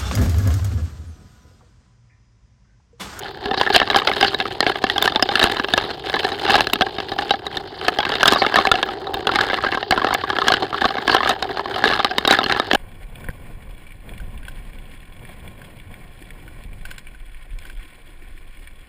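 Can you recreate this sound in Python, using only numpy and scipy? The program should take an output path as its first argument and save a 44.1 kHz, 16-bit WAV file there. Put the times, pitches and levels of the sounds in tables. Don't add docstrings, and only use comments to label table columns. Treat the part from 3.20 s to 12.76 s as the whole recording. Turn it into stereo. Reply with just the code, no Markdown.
import sys
import numpy as np
from scipy import signal
from scipy.io import wavfile
from scipy.ndimage import uniform_filter1d

SR = 44100
rng = np.random.default_rng(int(sys.argv[2]) if len(sys.argv) > 2 else 0)


def convert_level_to_amplitude(level_db):
    exponent = np.asarray(level_db, float) / 20
    return 10 ** exponent


def to_wav(sig):
    pcm = np.clip(np.atleast_2d(sig), -1, 1) * 32767
    pcm = np.round(pcm).astype(np.int16)
    wavfile.write(sys.argv[1], SR, pcm.T)


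N = 421594

# pitch in Hz, level in dB per Hz.
SNAP_COLOUR = [(4000, 8), (6000, 4.5), (10900, -2), (12700, -8), (14600, -1), (15600, -16), (16500, -55)]
# middle in seconds, half length in seconds, extra hum in dB.
DRONES = [
    (.3, 0.092, 8),
    (5.93, 0.39, 5.5),
    (6.72, 0.15, 4.5),
    (7.42, 0.06, 8.5),
    (8.3, 0.34, 3),
]


def evened(x):
    return x / np.sqrt(np.mean(x ** 2) + 1e-20)


def colour(points, size=1024):
    f, db = np.transpose(points)
    hz = abs(np.fft.fftfreq(8192, 1 / SR))
    log_gain = np.log(convert_level_to_amplitude(np.interp(np.log(hz + 1), np.log(f), db)))
    return np.fft.ifft(np.exp(np.conj(signal.hilbert(log_gain)))).real[:size]


def band(x, lo_hz, hi_hz, order=2):
    return signal.sosfilt(signal.butter(order, [lo_hz, hi_hz], "bandpass", fs=SR, output="sos"), x)


def noise(lo_hz, hi_hz, order=2):
    return evened(band(rng.standard_normal(N), lo_hz, hi_hz, order))


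def wobble(seconds):
    size = max(round(seconds * SR), 2)
    return evened(uniform_filter1d(uniform_filter1d(rng.standard_normal(N), size), size))


def add(mix, s, sound):
    part = mix[round(s * SR):][:len(sound)]
    part += sound[:len(part)]


def over_time(rows):
    return np.interp(np.arange(N) / SR, *np.transpose(rows))


def peaks_db(rows):
    t = np.arange(0, N + 64, 64) / SR
    peaks = sum(db * np.maximum(1 - abs(t - s) / half, 0) for s, half, db in rows)
    return np.interp(np.arange(N) / SR, t, peaks)


def track_over_db():
    # time in seconds, shake in dB.
    roughness = [(0, -35.5), (.67, -31), (1.1, -29.5), (1.38, -33), (1.9, -32), (2.5, -37), (2.8, -37.5),
                 (3.2, -31.5), (3.74, -34), (4.1, -31), (4.22, -43.5), (4.56, -40.5), (4.9, -29),
                 (5.74, -35), (6.4, -31), (7.5, -33.5), (8.5, -34.5), (9.56, -33.5)]
    # middle in seconds, half length in seconds,
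    # extra shake in dB.
    patches = [(0.41, 0.047, 8.5), (0.556, 0.053, 12), (0.77, 0.047, 6), (1.015, 0.091, 5),
               (1.217, 0.035, -1), (1.49, 0.049, 7.5), (1.84, 0.1, 6.5), (2.026, 0.044, 0.5),
               (2.24, 0.18, 11), (2.59, 0.3, 8), (2.968, 0.19, 8), (3.365, 0.16, 7.5), (3.61, 0.086, 0),
               (3.998, 0.023, 4.5), (4.339, 0.22, 10), (4.657, 0.14, 7), (5.086, 0.059, 7.5),
               (5.384, 0.08, 6.5), (5.536, 0.2, 2), (6.037, 0.31, -1.5), (6.182, 0.12, 7),
               (6.658, 0.073, -9), (6.995, 0.047, -2), (7.32, 0.14, 6.5), (7.66, 0.13, 5),
               (7.92, 0.09, 9.5), (8.08, 0.058, 11), (8.703, 0.22, 7.5), (9.119, 0.077, 12),
               (9.316, 0.079, 9)]
    return over_time(roughness) + peaks_db(patches) + 30


def airstream(over_db):
    air = convert_level_to_amplitude(0.26 * over_db - 86.0) * noise(4500, 10000)
    whistle = convert_level_to_amplitude(0.98 * over_db - 68 + 6.0 * wobble(.008)) * noise(14100, 15400)
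    return air + whistle


def rumble(over_db):
    return convert_level_to_amplitude(0.5 * over_db - 42.035 + 1.85 * wobble(0.0085)) * noise(44, 153)


def gravel_hiss(over_db):
    return convert_level_to_amplitude(0.44 * over_db - 50 + 6.9 * wobble(0.015)) * noise(2860, 4850, order=5)


def tyre_drone():
    return convert_level_to_amplitude(1.76 * peaks_db(DRONES) - 43.5 + 3.5 * wobble(.02)) * noise(370.6, 425)


def shaken(strikes, shared_db, own_db, steady, last_s):
    # pitch in Hz, level in dB per Hz.
    frame_colour = [(150, -22.5), (380, 2.5), (604, -9), (770, 1), (929, -4.5), (1200, 1), (1670, 4.5),
                    (2440, -4), (2790, -8), (4200, -13.5), (5100, -17.5), (5600, -32.5), (12700, -42),
                    (14600, -23)]
    u = np.arange(800) / SR / last_s
    jolts = strikes * convert_level_to_amplitude(np.minimum(shared_db + own_db * rng.standard_normal(N), 4))
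    shake = steady + evened(signal.oaconvolve(jolts, u * np.exp(-u))[:N])
    contacts = rng.standard_normal(N) * (rng.random(N) < 5000 / SR)
    return signal.oaconvolve(shake * contacts, colour(frame_colour))[:N]


def tyre_chatter(over_db):
    # time in seconds, play in dB.
    play = [(0, 0.5), (1.2, -2.5), (1.6, -4), (2.3, -1.5), (3.7, -5.5), (5.3, 2.5), (5.9, -1), (6.5, 3.5),
            (7.6, 1), (8.3, 0.5), (9.2, 2)]
    # pitch in Hz, width in Hz, level in dB.
    case_modes = [(399.5, 35, -7.5), (784, 60, -7), (1673, 180, -3.5), (3100, 250, -0.5), (3640, 140, 0.5),
                  (4150, 190, 0.5)]
    strikes = rng.random(N) < 190 / SR
    shared_db = 8.0 * rng.standard_normal(N)
    hum = over_db - 29.07 + peaks_db(DRONES), (100, 560, 950), 4.0, .7, .002
    rattle = 1.87 * over_db - 30.64 + over_time(play), (950, 1400, 2400), 5.0, .25, .0012
    grit = 1.85 * over_db - 31.7, (2400, 3900, 5800), 4.5, .4, .0012
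    fizz = 1.87 * over_db - 50, (5800, 8500, 12500), 7.0, .25, .001
    chatter = np.zeros(N)
    for level_db, edges, own_db, steady, last_s in (hum, rattle, grit, fizz):
        part = np.zeros(N)
        for lo, hi in zip(edges, edges[1:]):
            part += band(shaken(strikes, shared_db, own_db, steady, last_s), lo, hi, order=3)
        chatter += convert_level_to_amplitude(level_db + 2 * wobble(.008)) * evened(part)
    singing = sum(convert_level_to_amplitude(db) * signal.lfilter(*signal.iirpeak(hz, hz / width, SR), chatter)
                  for hz, width, db in case_modes)
    chatter = chatter + singing
    return convert_level_to_amplitude(-2.0) * (chatter - 0.62 * band(chatter, 2120, 2860, order=1))


def roll():
    over_db = track_over_db()
    ground = rumble(over_db) + gravel_hiss(over_db) + tyre_drone()
    return airstream(over_db) + ground + tyre_chatter(over_db)


def scrapes():
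    # middle in seconds, length in seconds, level in dB.
    rubs = [
        (0.384, 0.034, -23),
        (0.531, 0.011, -20),
        (1.078, 0.041, -23),
        (5.199, 0.054, -23),
        (7.92, 0.069, -24.5),
    ]
    swell = np.zeros(N)
    for s, length, db in rubs:
        add(swell, s - length / 2, convert_level_to_amplitude(db) * np.hanning(round(length * SR)))
    grain = rng.standard_normal(N)
    squeak = evened(band(grain, 4170, 4740))
    lower = band(grain, 3900, 4000, order=4)
    return swell * evened(squeak + 0.26 * evened(lower))


def bounces(last_s, per_s, rise_s, size=700):
    t = np.arange(size) / SR
    chance, strength = rng.random(size), rng.standard_normal(size)
    return (chance < per_s / SR) * strength * (1 - np.exp(-t / rise_s)) * np.exp(-t / last_s)


def pings():
    # start in seconds, level in dB.
    spring_hits = [
        (1.8248, -14),
        (3.535, -12),
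        (5.9413, -25),
        (6.9423, -22),
    ]
    out, t = np.zeros(N), np.arange(300) / SR
    for s, db in spring_hits:
        crackle = bounces(0.00077, 7600, 0.00018, size=200)
        spring = np.exp(-t / 0.00071) * np.sin(2 * np.pi * 14500 * t)
        add(out, s, convert_level_to_amplitude(db - 14) * evened(np.convolve(crackle, spring)))
        add(out, s, convert_level_to_amplitude(db - 16) * evened(band(np.pad(crackle, (0, 200)), 2200, 13300)))
    return out


def snaps():
    # start in seconds, level in dB.
    snap_hits = [(0.538, -21), (0.561, -12), (0.7662, -16), (1.823, -28), (1.855, -20), (2.0247, -42),
                 (2.155, -41), (2.23, -23), (2.237, -16), (3.3027, -19), (3.531, -24), (4.682, -16),
                 (5.0309, -38), (5.0572, -16), (5.0777, -9), (5.1217, -18), (5.1336, -16.5), (5.3574, -18),
                 (5.517, -16), (6.708, -20), (6.9403, -16), (7.2832, -19), (7.9463, -18.5), (8.0922, -13),
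                 (8.983, -17.5), (9.075, -14), (9.11, -15), (9.126, -16), (9.531, -18), (9.548, -15)]
    out, taps = np.zeros(N), colour(SNAP_COLOUR)
    for s, db in snap_hits:
        crackle = np.convolve(bounces(0.0026, 7400, 0.00017, size=300), taps)
        add(out, s, convert_level_to_amplitude(db - 3.5) * crackle / np.sqrt(np.mean(crackle[:100] ** 2)))
    return out


def all_knocks():
    # start in seconds, mount level in dB,
    # back wall in dB, front wall in dB, latch in dB.
    slams = [(0.412, -20, -12, -16.0, -16.5), (0.4725, -28, -23, -13, -34), (0.5609, -9, -25, -30.7, -6),
             (0.6146, -20, -14, -13, -28), (0.7008, -14, -28, -16, -15), (0.7446, -23, -11.8, -17, -20),
             (0.7601, -9.5, -16.5, -15.1, -14.8), (1.0274, -10, -20, -13.5, -12.5),
             (1.405, -25, -34, -13, -12.5), (1.465, -15.7, -24, -13, -15), (1.64, -15, -20, -16, -16),
             (1.6984, -26.5, -34, -15, -16.5), (1.8566, -27, -28, -16.0, -17.3),
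             (1.8763, -30, -18, -11, -17.5), (1.9583, -17.5, -30, -21, -13.5),
             (2.0244, -14.4, -24, -17.5, -9), (2.1546, -18, -29, -11.5, -11.5),
             (2.2402, -16.9, -22.2, -16, -10), (2.3972, -23, -23, -15.5, -21),
             (2.536, -16, -24, -12.8, -12), (2.5771, -26, -15, -16, -15), (3.3056, -22, -24, -17, -16),
             (3.354, -15, -33, -13, -12), (3.4059, -25, -27, -20, -12.5),
             (3.5334, -23.2, -32.0, -37, -11.5), (3.6089, -12, -19, -16, -17),
             (3.619, -12, -26, -14.5, -13.7), (4.1068, -11, -24, -17.5, -13),
             (4.6818, -13.5, -18, -12, -14.1), (4.7864, -13, -27, -18.9, -18),
             (5.0303, -30, -29, -7, -11.5), (5.0553, -21, -13.5, -18, -13.0), (5.0782, -24, -28, -12, -7.5),
             (5.1224, -14, -11, -18, -16), (5.1589, -33, -13, -19.6, -23), (5.2179, -11.5, -17, -13, -20),
             (5.2638, -18, -27, -13.5, -20), (5.3413, -21, -23.8, -14, -17), (5.3578, -21, -18, -7.5, -18),
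             (5.3856, -16, -10.5, -16, -21),
             (5.4512, -29, -18, -14.5, -22), (5.4704, -12, -34, -15, -13.5),
                  (5.5145, -13.1, -8.5, -14, -9.5), (5.6283, -27, -25, -14.3, -15),
                  (6.0704, -22, -29, -21, -14.5), (6.0911, -33, -13, -22, -26),
                  (6.1568, -17, -19, -12.5, -16), (6.4456, -20, -18, -26, -32),
                  (6.7081, -17.5, -26, -14, -14.5), (6.7756, -20, -12, -30, -24),
                  (6.8443, -15, -11.4, -22, -23), (6.9064, -28, -15, -34, -31.6),
                  (6.9466, -18.5, -26, -15, -23), (7.101, -26, -18, -15.5, -22.5),
                  (7.1857, -21, -19, -17.4, -21), (7.2166, -27, -13, -19.5, -23.9),
                  (7.282, -21, -16.5, -8.5, -12), (7.3009, -14.8, -16, -26, -24.6),
                  (7.3201, -22, -27, -10.4, -16.5), (7.3381, -25.4, -32, -19.5, -15.0),
                  (7.652, -15.8, -14, -17, -22), (7.8775, -25.6, -14, -13, -16),
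                  (7.8957, -22, -18, -11.0, -17.5), (7.9457, -15.5, -9, -15, -22),
                  (7.965, -17, -17, -23, -16.5), (8.0576, -29, -14.5, -22, -31),
                  (8.6395, -17, -21, -9, -16.8), (8.7345, -22, -16.5, -16.8, -20.3),
                  (8.7915, -15.5, -21, -18, -23.2), (8.8458, -17, -13, -20.0, -12),
                  (8.9821, -27, -17.5, -14.5, -16), (9.0504, -20, -28.4, -17.5, -15.5),
                  (9.0756, -13.0, -19.7, -18, -12), (9.1083, -9, -23, -14.1, -9),
                  (9.1265, -19, -19.1, -13, -21), (9.1877, -26, -11, -16.9, -18),
                  (9.2962, -21, -17, -19, -23.2), (9.398, -25, -13, -15.5, -19),
                  (9.5126, -28, -34, -13, -15), (9.5474, -12.4, -24, -14, -17.5)]
    # start in seconds, level in dB, front wall over back wall in dB.
    thuds = [(0.2568, -21, 11.1), (0.3105, -16, 2.2), (0.3742, -19, 4.9), (0.501, -18, 6),
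             (0.6268, -19, 13.8), (0.7097, -16, -1.5), (1.2091, -19.5, 5.5), (1.4266, -17.2, 11),
             (1.4731, -22.5, 12), (1.5562, -20.5, 2), (1.759, -20.5, 6.4), (1.8438, -21.5, 4),
             (1.9202, -23, -7.7), (2.0887, -15, 14), (2.1136, -23.5, 2.3), (2.2713, -18, 8),
             (2.6103, -25, 5.8), (2.639, -25, -3), (2.8683, -27.5, 7), (2.9388, -15.5, 12),
             (3.1177, -21.5, 5), (3.2763, -19, 6.2), (3.2856, -18, 0.1), (3.2959, -13.5, 7.0),
             (3.3237, -20, -13), (3.3413, -11.5, 4.3), (3.3933, -15.7, 8), (3.783, -21, 6),
             (3.9178, -21.5, 1), (3.9864, -16, 8.7), (4.0203, -22, 6.9), (4.1369, -18.5, 3),
             (4.9183, -18, 3), (5.0878, -20, 3.3), (5.2376, -19.5, -2.4), (5.3965, -19, -5.7),
             (5.5393, -16.5, 2), (5.5847, -24, -6), (5.6869, -22.5, -18.3), (5.8681, -24.5, -10),
             (6.6276, -19.0, 6.8), (6.7217, -15, 7.4), (6.7603, -25, 3), (6.8672, -18.3, 0.0),
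             (7.2428, -24, -2.7), (7.2676, -20, -1.3), (7.4218, -22.3, -21.2), (7.6175, -18.5, 9),
             (7.7051, -22, -8), (7.7683, -22.5, 9), (8.0935, -14, -1.4), (8.1067, -17.0, 10),
             (8.3104, -27, 4.5), (8.5591, -20, -2), (8.6543, -15.1, 2), (8.6991, -17, 4),
             (8.7118, -19, 3.1), (8.9099, -19.5, 13), (9.2139, -20.3, -6), (9.532, -12.5, 4)]
    clacks = [(0.4637, -18, 6), (0.7305, -19, 13), (0.818, -17.6, -3), (0.8849, -14, 13),
              (0.914, -14, 12.8), (1.2537, -20.9, -3.5), (1.5161, -19, 15), (1.9949, -16.5, -2),
              (2.9457, -18, 6), (2.9649, -19.1, 0), (3.3796, -16.9, -1.7), (3.665, -24.0, 8),
              (4.8287, -17.5, 6.7), (4.8642, -19.0, 10.4), (5.0639, -14.5, 3.1), (5.1681, -21.0, 6.5),
              (5.2471, -15, -13), (5.3228, -23, -12.0), (5.3324, -28, 3.1), (5.3747, -15.4, -7),
              (5.4086, -20, -2), (6.1359, -23, 1.5), (6.1873, -13.5, 2), (6.2053, -17.3, 8.6),
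              (6.2266, -22, -5), (6.2988, -16, 17.5), (6.3089, -17.5, 11.1), (6.3314, -16, -4),
              (6.3734, -20.9, 2.9), (6.3852, -17.5, -12), (6.4376, -14.7, -8), (6.464, -15, 12),
              (6.5231, -16.4, 6), (6.5332, -23.5, 5), (6.5724, -16, -6), (6.8166, -15, -5),
              (6.8853, -20, -17), (6.9275, -15, 1), (7.0363, -18.5, -10), (7.1302, -23, -11),
              (7.1644, -18, 8), (7.5274, -21.2, -7), (7.5422, -16, -9.9), (7.6417, -13, -3),
              (7.7527, -22.3, -8), (7.7814, -17, 4.7), (7.9268, -15, -3.9), (7.9815, -18, 15),
              (8.0043, -15, -6.3), (8.0301, -15.5, 3), (8.114, -20, 8.5), (8.393, -18.5, -6),
              (8.456, -22.5, -7.7), (8.58, -21, -11), (8.7239, -16, 3.1), (8.751, -19, 3),
              (8.8017, -14, -5.2), (9.205, -21, -3.1), (9.3465, -19.1, 4.7), (9.3615, -18, -4.5)]
    ticks = [(0.3423, -23.5, 6.0), (0.5462, -12.5, 9), (0.5997, -17, 15), (0.6746, -22.5, -2.2),
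             (0.7214, -32, 7.4), (0.7854, -19, 4), (0.8736, -16, 8), (0.9341, -22.5, 15), (1.0104, -18, 7),
             (1.0462, -16.5, 9.7), (1.0795, -27.5, -5), (1.1449, -19, 9), (1.2009, -19.5, 23),
             (1.6667, -25.5, 9.1), (1.7801, -18.5, 2), (1.8234, -17.5, 1), (2.1803, -29, 2.4),
             (2.194, -17.5, 12), (2.2275, -12, 12), (2.2976, -20, 5.2), (2.3676, -24.5, -11),
             (2.4446, -22, 10), (2.4843, -25, -1), (2.7034, -26.9, 8), (2.8974, -22, 2.4),
             (3.0318, -27.5, 9.2), (3.0464, -19, 13), (3.2632, -22.3, 11), (3.365, -25, -3),
             (3.4699, -19.5, 10), (3.4987, -27, 8), (3.556, -22, 3.5), (3.8019, -26, 13),
             (4.2661, -23.5, 1), (4.3693, -23.0, 9), (4.8023, -17.5, 14.6), (4.8508, -18.9, 8.1),
             (4.9004, -24, 0), (4.9386, -23, 24.4), (4.9548, -20.6, 5.8), (5.0068, -21.5, 10),
             (5.1332, -18.1, 0.8), (5.1463, -23, -13.2), (5.366, -18.5, -1.6), (5.554, -19, 8),
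             (5.9412, -24.5, 2), (6.1156, -26, 7.6), (6.3411, -19, 5.4), (6.5491, -25.5, 6.3),
             (7.9153, -24, 1.5), (8.2244, -19.5, 9), (8.3712, -23, 1), (8.6765, -20, 8.7), (8.69, -30, 5.3),
             (9.1363, -26, 4), (9.1475, -29, 10.4), (9.2318, -21.5, 1), (9.2402, -22, 2.9),
             (9.2602, -20.5, 5.2), (9.322, -16, 7)]
    # mount dB, housing dB, latch dB
    thud_share, clack_share, tick_share = (0.084, -2.5, -6.5), (-10.5, 0.1, -14), (-6.5, -1.8, 0.1)
    rows = slams
    for table, share_db in (thuds, thud_share), (clacks, clack_share), (ticks, tick_share):
        for s, db, lean_db in table:
            mount_db, wall_db, latch_db = db + np.array(share_db) + 1.5 * rng.standard_normal(3)
            back_db = wall_db - 10 * np.log10(1 + convert_level_to_amplitude(lean_db) ** 2)
            rows.append((s, mount_db, back_db, back_db + lean_db, latch_db))
    return rows


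def ring(modes, blow, db, over_s, spread_db, detune):
    t = np.arange(900) / SR
    hz, width, mode_db = np.transpose(modes)[:, :, None]
    luck = rng.standard_normal((2, len(modes), 1))
    decay = convert_level_to_amplitude(mode_db + spread_db * luck[0]) * np.exp(-np.pi * width * t)
    body = decay * np.sin(2 * np.pi * hz * (1 + detune * luck[1]) * t)
    sound = signal.fftconvolve(blow, body.sum(0))
    loudest = uniform_filter1d(sound ** 2, round(over_s * SR), mode="constant").max()
    return convert_level_to_amplitude(db) * sound / np.sqrt(loudest)


def knocks():
    # pitch in Hz, width in Hz, level in dB.
    mount_modes = [(306, 370, 5.5), (440, 20, -2.5), (600, 1600, -55), (796, 37.6, 15.5)]
    housing_modes = [(1115, 68, 0.5), (1269, 96, 4.8), (1690, 84, 11.8), (2214, 280, 9.7)]
    latch_modes = [(2790, 630, 24.5), (3500, 150, 6.5), (3804, 72, 2.5), (4700, 110, -7)]
    out, edge, shove = np.zeros((3, N))
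    for s, thud_db, back_db, front_db, tick_db in all_knocks():
        last_s = rng.uniform(.0013, .003)
        slow_db = np.clip(thud_db - tick_db + rng.uniform(6, 18), 0, 20)
        blow = bounces(last_s, 8000, .0002 * convert_level_to_amplitude(slow_db))
        add(out, s, ring(mount_modes, blow, thud_db + 0.24, 0.0023, 4.0, 0.045))
        add(out, s, ring(housing_modes[:2], blow, back_db + .3, .005, 4.0, .05))
        add(out, s, ring(housing_modes[2:], blow, front_db + .3, .005, 4.0, .05))
        add(out, s, ring(latch_modes, blow, tick_db + 2.5, 0.0063, 7.1, 0.059))
        edge_gain = convert_level_to_amplitude(1.2 * tick_db + 4 * rng.standard_normal())
        add(edge, s, edge_gain * blow * np.exp(-np.arange(len(blow)) / 90))
        add(shove, s, convert_level_to_amplitude(0.53 * thud_db) * blow)
    shut = band(out, 215.3, 5040, order=6)
    shut = signal.lfilter(*signal.iirnotch(2430, 5, SR), shut)
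    bright = convert_level_to_amplitude(4.5) * signal.oaconvolve(edge, colour(SNAP_COLOUR))[:N]
    return shut + bright + convert_level_to_amplitude(16.5) * band(shove, 23, 154)


def stray(x):
    hz, t, z = signal.stft(band(x, 2300, 22000, order=1) * wobble(0.00046), SR, nperseg=2048)
    pitch_group = (40 * (hz / SR) ** .6).astype(int)
    chance = rng.random((40, len(t) // 2 + 1))[pitch_group].repeat(2, 1)[:, :len(t)]
    spell = uniform_filter1d(rng.standard_normal(len(t)), 2)
    likely = chance < .25 + .5 * spell + hz[:, None] / 40000
    on = likely * (spell > -.2) * (hz[:, None] < 15500)
    gain = convert_level_to_amplitude(np.interp(hz, [600, 5000, 8000], [-21, -20, -11]))[:, None]
    return signal.istft(z * on * gain, SR, nperseg=2048)[1][:N]


def scene():
    return np.tile(roll() + scrapes() + pings() + snaps() + knocks(), (2, 1))


def band_limit(x):
    return signal.sosfilt(signal.butter(12, 16430, fs=SR, output="sos"), x)


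def record(dry):
    loud = np.clip(dry, -.97, .97)
    parted = loud + np.array([[1], [-1]]) * stray(loud[0])
    top_cut = signal.firwin(201, 16400, fs=SR)[None]
    return band_limit(signal.oaconvolve(parted, top_cut, "same"))


dry = scene()
out = record(dry)
to_wav(out)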